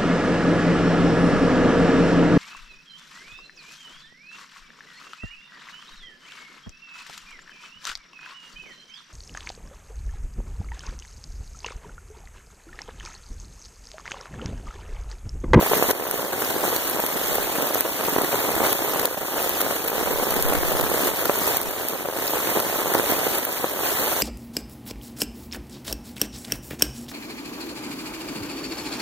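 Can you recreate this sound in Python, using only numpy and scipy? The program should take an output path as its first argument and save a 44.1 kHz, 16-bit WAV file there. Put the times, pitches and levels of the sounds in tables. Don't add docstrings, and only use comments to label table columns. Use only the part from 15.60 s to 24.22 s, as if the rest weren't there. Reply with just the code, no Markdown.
import sys
import numpy as np
from scipy import signal
from scipy.fft import rfft, irfft, next_fast_len
from scipy.io import wavfile
from scipy.ndimage import uniform_filter1d

SR = 44100
rng = np.random.default_rng(int(sys.argv[2]) if len(sys.argv) > 2 else 0)


def persist_wave(psi):
    counts = np.round(np.clip(psi, -1, 1) * 32767).astype(np.int16)
    wavfile.write(sys.argv[1], SR, np.atleast_2d(counts).T)


def ratio(d):
    e = np.asarray(d, float) / 20
    return 10 ** e


N = 380135
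T = np.arange(N) / SR
# frequency in Hz, level in dB.
SPRAY_TONE = [(300, -18.5), (1500, 8.5), (4000, -0.5), (8000, -1.5), (12000, -1.5), (15500, 4)]


def response(spectrum, shift=0.92):
    hz, db = np.transpose(spectrum)
    grid = np.arange(1025) * SR / 2048 + 1
    log_gain = np.log(ratio(np.interp(np.log(grid), np.log(hz * shift), db)))
    ceps = irfft(log_gain)
    ceps[1:1024] *= 2
    ceps[1025:] = 0
    return irfft(np.exp(rfft(ceps)))[:1024]


def convolve(x, shape):
    return signal.oaconvolve(x, shape[None], axes=1)[:, :N]


def colour(x, spectrum):
    return convolve(x, response(spectrum))


def unit(x):
    return x / np.sqrt(np.mean(x ** 2))


def walk(rate):
    hold = int(SR / rate)
    steps = np.repeat(rng.standard_normal(N)[:N // hold + 1], hold)
    return 0.78 * uniform_filter1d(uniform_filter1d(steps, hold), hold)[:N]


def impacts(s, size, side):
    port_span = 14.0
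    out = np.zeros((2, N))
    for port, sign in enumerate((1, -1)):
        at = np.round(s * SR + sign * side * port_span / 2).astype(int)
        out[port] = np.bincount(np.clip(at, 0, N - 1), size, N)
    return out


def smear(x, t60):
    t = np.arange(300) / SR
    return convolve(x, ratio(-60 * t / t60)) * rng.standard_normal((2, N))


def shower(count, scatter_db, cap_db):
    when, chance, side, spare = rng.random((count, 4)).T
    size = ratio(np.minimum(-scatter_db * np.log(chance), cap_db))
    return when * N / SR, size, 2 * side - 1, spare


def gust_db():
    # start in seconds, peak level in dB, hold in seconds.
    gusts = [
        (0.05, -50, .2),
        (1.7, -45, .1),
        (3.0, -46, .05),
        (4.45, -41, .25),
        (4.82, -32, .48),
        (5.9, -46, .2),
        (7.2, -44, .1),
        (8.5, -67, .2),
    ]
    calm_db, rise_db_s, fall_db_s = -78, 60, 60
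    s, db, hold = np.transpose(gusts)[:, :, None]
    t = T[::64]
    shape = db - rise_db_s * np.maximum(s - t, 0) - fall_db_s * np.maximum(t - s - hold, 0)
    return np.interp(T, t, np.maximum(shape.max(axis=0), calm_db))


def wind(db):
    # frequency in Hz, level in dB.
    puff_tone = [(15, 25), (50, -15), (100, 7), (200, -37), (500, -12), (16000, -58)]
    return unit(colour(rng.standard_normal((2, N)), puff_tone)) * ratio(db + 1.9 * walk(rate=37))


def garden(db):
    # frequency in Hz, level in dB.
    garden_tone = [(25, -3), (60, 17.5), (150, 5), (500, 6.5), (1200, 1), (2500, 1.5), (4500, -4),
                   (7000, -2), (10000, -6.5), (13000, -7), (15500, -1)]
    s, size, side, sign = shower(count=200000, scatter_db=3.0, cap_db=20)
    far = impacts(s, size * np.sign(sign - .5), side)
    patches_db = 1.9 * walk(rate=9) + 1.18 * walk(rate=30)
    return unit(colour(far, garden_tone)) * ratio(db - 5.5 + patches_db)


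def stray_ticks(ungain, garden_db):
    when, size, dull = rng.random(size=(55, 3)).T
    at = when * N / SR
    db = np.interp(at, T, garden_db) - ungain(at) + 4 + 8.5 * size
    return np.transpose([at, db, -24 + 12 * (dull - .5)])


def ticks(ungain, garden_db):
    # time in seconds, peak level in dB, mid-band share in dB.
    near_ticks = [(0.2312, -11, -16), (0.3106, -5, -9), (0.5121, -11, -20), (0.8474, -13, -7),
                  (1.1633, -8, -3), (1.2978, -11, -20), (1.402, -9, -18), (1.4645, -8, -15),
                  (1.7555, -10, -16), (2.1467, -9, -17), (2.208, -3, -19), (3.1294, -4, -21),
                  (3.4556, -2, -21), (3.894, -9, -20), (4.0151, -8, -11), (4.7075, -11, -11),
                  (4.8251, -7, -17), (5.2111, -10, -13), (5.341, -10, -17), (5.4712, -10, -12),
                  (5.8777, -9, -18), (5.9702, -7, -13), (6.0154, -13, -20), (6.2859, -9, -20),
                  (6.678, -13, 1), (7.0009, -9, -13), (7.3391, -8, -14), (7.5151, -7, -18),
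                  (7.7842, -8, -19), (7.8515, -9, -16)]
    # frequency in Hz, level in dB.
    dull_tone = [(500, -9), (2500, -16), (5000, 16.5), (8000, 13), (15500, -66)]
    cavity_hz, cavity_t60 = 14600, .0011
    s, db, dull_db = np.transpose(np.vstack([near_ticks, stray_ticks(ungain, garden_db)]))
    db = db + ungain(s)
    snap = impacts(s - .0002, ratio(db), 0 * s + .3)
    t = np.arange(100) / SR
    ring = np.cos(2 * np.pi * cavity_hz * t) * ratio(-60 * t / cavity_t60)
    dull = colour(smear(impacts(s - .0003, ratio(db + dull_db), 0 * s), t60=0.01), dull_tone)
    wisp = colour(smear(snap, t60=0.002), SPRAY_TONE)
    return convolve(snap, ring) * ratio(0.5) + wisp * ratio(-8) + dull * ratio(-15)


def thump(s, size, hz, side):
    # frequency in Hz, level in dB.
    cloth_tone = [(30, -4), (100, -2.5), (200, -0.5), (330, 2.5), (460, 3.5), (640, -4.5), (900, -5.5),
                  (1500, -12.5), (2500, -5), (5000, -24), (16000, -34.5)]
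    contact_s, lean, centre_s = 0.00016, .55, .00055
    out, steps = 0, np.array([420, 490, 570, 680])
    pick = np.argmin(abs(np.log(hz[:, None] / steps)), axis=1)
    for k, step in enumerate(steps):
        shift = step / 530
        push = np.exp(-(np.arange(-40, 41) / SR * shift / contact_s) ** 2)
        gain = abs(rfft(np.convolve(push, response(cloth_tone, shift)), 2048))
        hump = np.roll(irfft(gain * np.exp(1j * lean)), 1024)
        shape = hump[512:1536] * np.hanning(1024)
        hits = impacts(s + centre_s / shift, (pick == k) * size / abs(shape).max(), side)
        out = out + signal.oaconvolve(hits, shape[None], axes=1)[:, 512:N + 512]
    return out


def cloth(db):
    s, size, side, spot = shower(count=2600, scatter_db=3, cap_db=9)
    body = thump(s, size, 400 + 320 * spot, 0.67 * side)
    burst = size * ratio(8.6 * rng.standard_normal(len(s)).clip(-2, 2))
    spray = colour(smear(impacts(s + .0025, burst, side), t60=0.014), SPRAY_TONE)
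    mix = unit(body - body.mean()) * ratio(-4.0) + unit(spray) * ratio(-11)
    return ratio(db + 0.74 * walk(rate=11)) * mix


def big_drops(ungain, cloth_db):
    # time in seconds, peak level in dB, pitch in Hz.
    thumps = [(0.134, -0.5, 680), (0.225, 0.5, 550), (0.3063, -6, 570), (0.542, -11, 570),
              (0.8912, -16, 480), (0.944, -20, 490), (1.0795, -9, 524), (1.4389, -8, 590),
              (1.7837, -8, 630), (2.1559, -6.5, 540), (2.4837, -7, 590), (2.563, -2, 460),
              (2.5853, -2.5, 527), (2.7447, -7, 550), (2.937, -12, 550), (3.0061, -5, 590),
              (3.5115, -14, 550), (3.8753, -16, 590), (4.381, -8, 630), (4.9003, -10, 450),
              (5.033, -8, 533), (5.198, -5, 740), (5.6962, -2, 537), (6.2512, -22, 490), (6.8728, -10, 480),
              (6.972, -6.5, 340), (7.3512, -0.5, 460), (7.3971, -2.5, 535), (7.5218, -4.5, 440),
              (8.043, -5.5, 570)]
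    s, db, hz = np.transpose(thumps)
    heavy_side = 0.65 * (2 * rng.random(len(s)) - 1)
    heavy = thump(s, ratio(db - 3.5 + ungain(s)), hz, heavy_side)
    when, lag, size, spot, side = rng.random(size=(240, 5)).T
    clump = (np.arange(80) + 2 * when[::3] - .5) / 80 * N / SR
    at = np.repeat(clump, 3) + .05 * lag
    fat_db = np.interp(at, T, cloth_db) + 8.5 + 6 * size
    return heavy + thump(at, ratio(fat_db), 440 + 350 * spot, 1.4 * (side - .5))


def duck_db():
    # time in seconds, drop in dB.
    ducks = [(0.313, 8.5), (1.165, 2.5), (1.465, 3), (2.209, 4.5), (2.6, 1), (3.128, 5), (3.455, 6.5),
             (4.017, 4), (5.491, 4), (5.969, 6.5), (6.016, 1.5), (7.0, 2), (7.785, 3.5), (7.852, 3.5)]
    attack_s, recover_s = 0.0077, 0.65
    s, drop_db = np.transpose(ducks)[:, :, None]
    t = T[::32]
    age = np.maximum(t - s, 0)
    db = -np.sum(drop_db * (1 - np.exp(-age / attack_s)) * np.exp(-age / recover_s), axis=0)
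    return np.interp(T, t, db)


def scene():
    # time in seconds, garden level in dB, cloth level in dB.
    rain = [(0, -20.5, -24), (.5, -24, -24.5), (1.2, -20.5, -25), (1.9, -22.5, -26), (2.5, -20.5, -24),
            (3.2, -20.5, -22), (4.1, -20, -22.5), (4.7, -22, -22.5), (5.3, -22.5, -25.5),
            (5.8, -20.5, -23.5), (6.5, -25.5, -27), (7.25, -21, -23.5), (7.7, -22, -26), (8.62, -21, -26)]
    # frequency in Hz, level in dB.
    right_port = [(60, 2), (400, 3), (2000, 3.67), (4500, 4.2), (7000, 1.1), (10000, 6.4), (13500, 9),
                  (15500, 8.5)]
    s, garden_db, cloth_db = np.transpose(rain)
    garden_db, cloth_db = np.interp(T, s, garden_db), np.interp(T, s, cloth_db)
    duck = duck_db()

    def ungain(at):
        return -np.interp(at, T, duck)

    air = garden(garden_db) + ticks(ungain, garden_db)
    air = air + cloth(cloth_db) + big_drops(ungain, cloth_db)
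    air[1:] = colour(air[1:], right_port)
    return air + wind(gust_db() - duck)


def subtract_ports(dry):
    notch_hz, cross = 2501, 0.93
    size = next_fast_len(N + 4096)
    hz = np.arange(size // 2 + 1) * SR / size
    left, right = rfft(dry, size)
    bend = 1 - 0.032 * np.exp(-((hz - 9300) / 3600) ** 2)
    late = cross * np.exp(-2j * np.pi * hz / notch_hz * bend)
    return irfft(np.array([left - late * right, right - late * left]), size)[:, :N]


def refill(pair):
    # frequency in Hz, share in dB.
    noise_share = [(300, -17.5), (1200, -9), (3700, -7), (5000, -2.5), (6300, 1), (8000, -4.5), (10300, -5),
                   (12800, -13), (15000, -15)]
    hole_db, top_hz = -10, 15560
    hz, _, z = signal.stft(pair, SR, nperseg=512)
    bins, frames = np.arange(z.shape[1])[:, None] // 4, np.arange(z.shape[2]) // 4
    top = abs(z[:, hz > 13000]).sum(axis=(0, 1))
    usual_top = uniform_filter1d(top, size=60)
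    crack = top > 2.1 * usual_top
    flutter = rng.standard_normal((2, bins.max() + 1, frames.max() + 1))[:, bins, frames]

    share_hz, share_db = np.transpose(noise_share)
    share_db = np.interp(np.log(hz + 1), np.log(share_hz), share_db)[:, None]
    share = np.clip(ratio(share_db + 3.8 * flutter[0]), 0, .95) * ~crack
    band = np.sqrt(uniform_filter1d(abs(z) ** 2, size=7, axis=1))
    hiss = signal.stft(rng.standard_normal(pair.shape), SR, nperseg=512)[2]
    z = np.sqrt(1 - share ** 2) * z + share * band * hiss / np.sqrt(np.mean(abs(hiss) ** 2))

    both = np.array([z[0] + z[1], z[0] - z[1]])
    power = uniform_filter1d(uniform_filter1d(abs(both) ** 2, size=4, axis=1), size=4, axis=2)
    middle_bin, middle_frame = np.minimum(4 * bins + 2, 256), np.minimum(4 * frames + 2, len(frames) - 1)
    power = power[:, middle_bin, middle_frame]
    f = hz[:, None]
    limit_db = hole_db + 4 * (abs(f - 4000) < 1900) + 6 * (abs(f - 5150) < 500)
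    strong = np.sqrt(power / power[::-1]) > ratio(limit_db + 1.3 * flutter[1])
    both = both * (strong | (abs(f - 7700) > 6800) | crack)
    both = both * np.where(f < top_hz, 1, ratio(-5) * (top > 3.8 * usual_top))
    sides = np.array([both[0] + both[1], both[0] - both[1]]) / 2
    return signal.istft(sides, SR, nperseg=512)[1][:, :N]


def top_cut(x):
    return signal.sosfilt(signal.butter(12, 16660, fs=SR, output="sos"), x)


def record(dry):
    pair = subtract_ports(dry) * ratio(duck_db())
    mix = refill(np.clip(pair, -1, 1))
    return top_cut(mix)


dry = scene()
out = record(dry)
persist_wave(out)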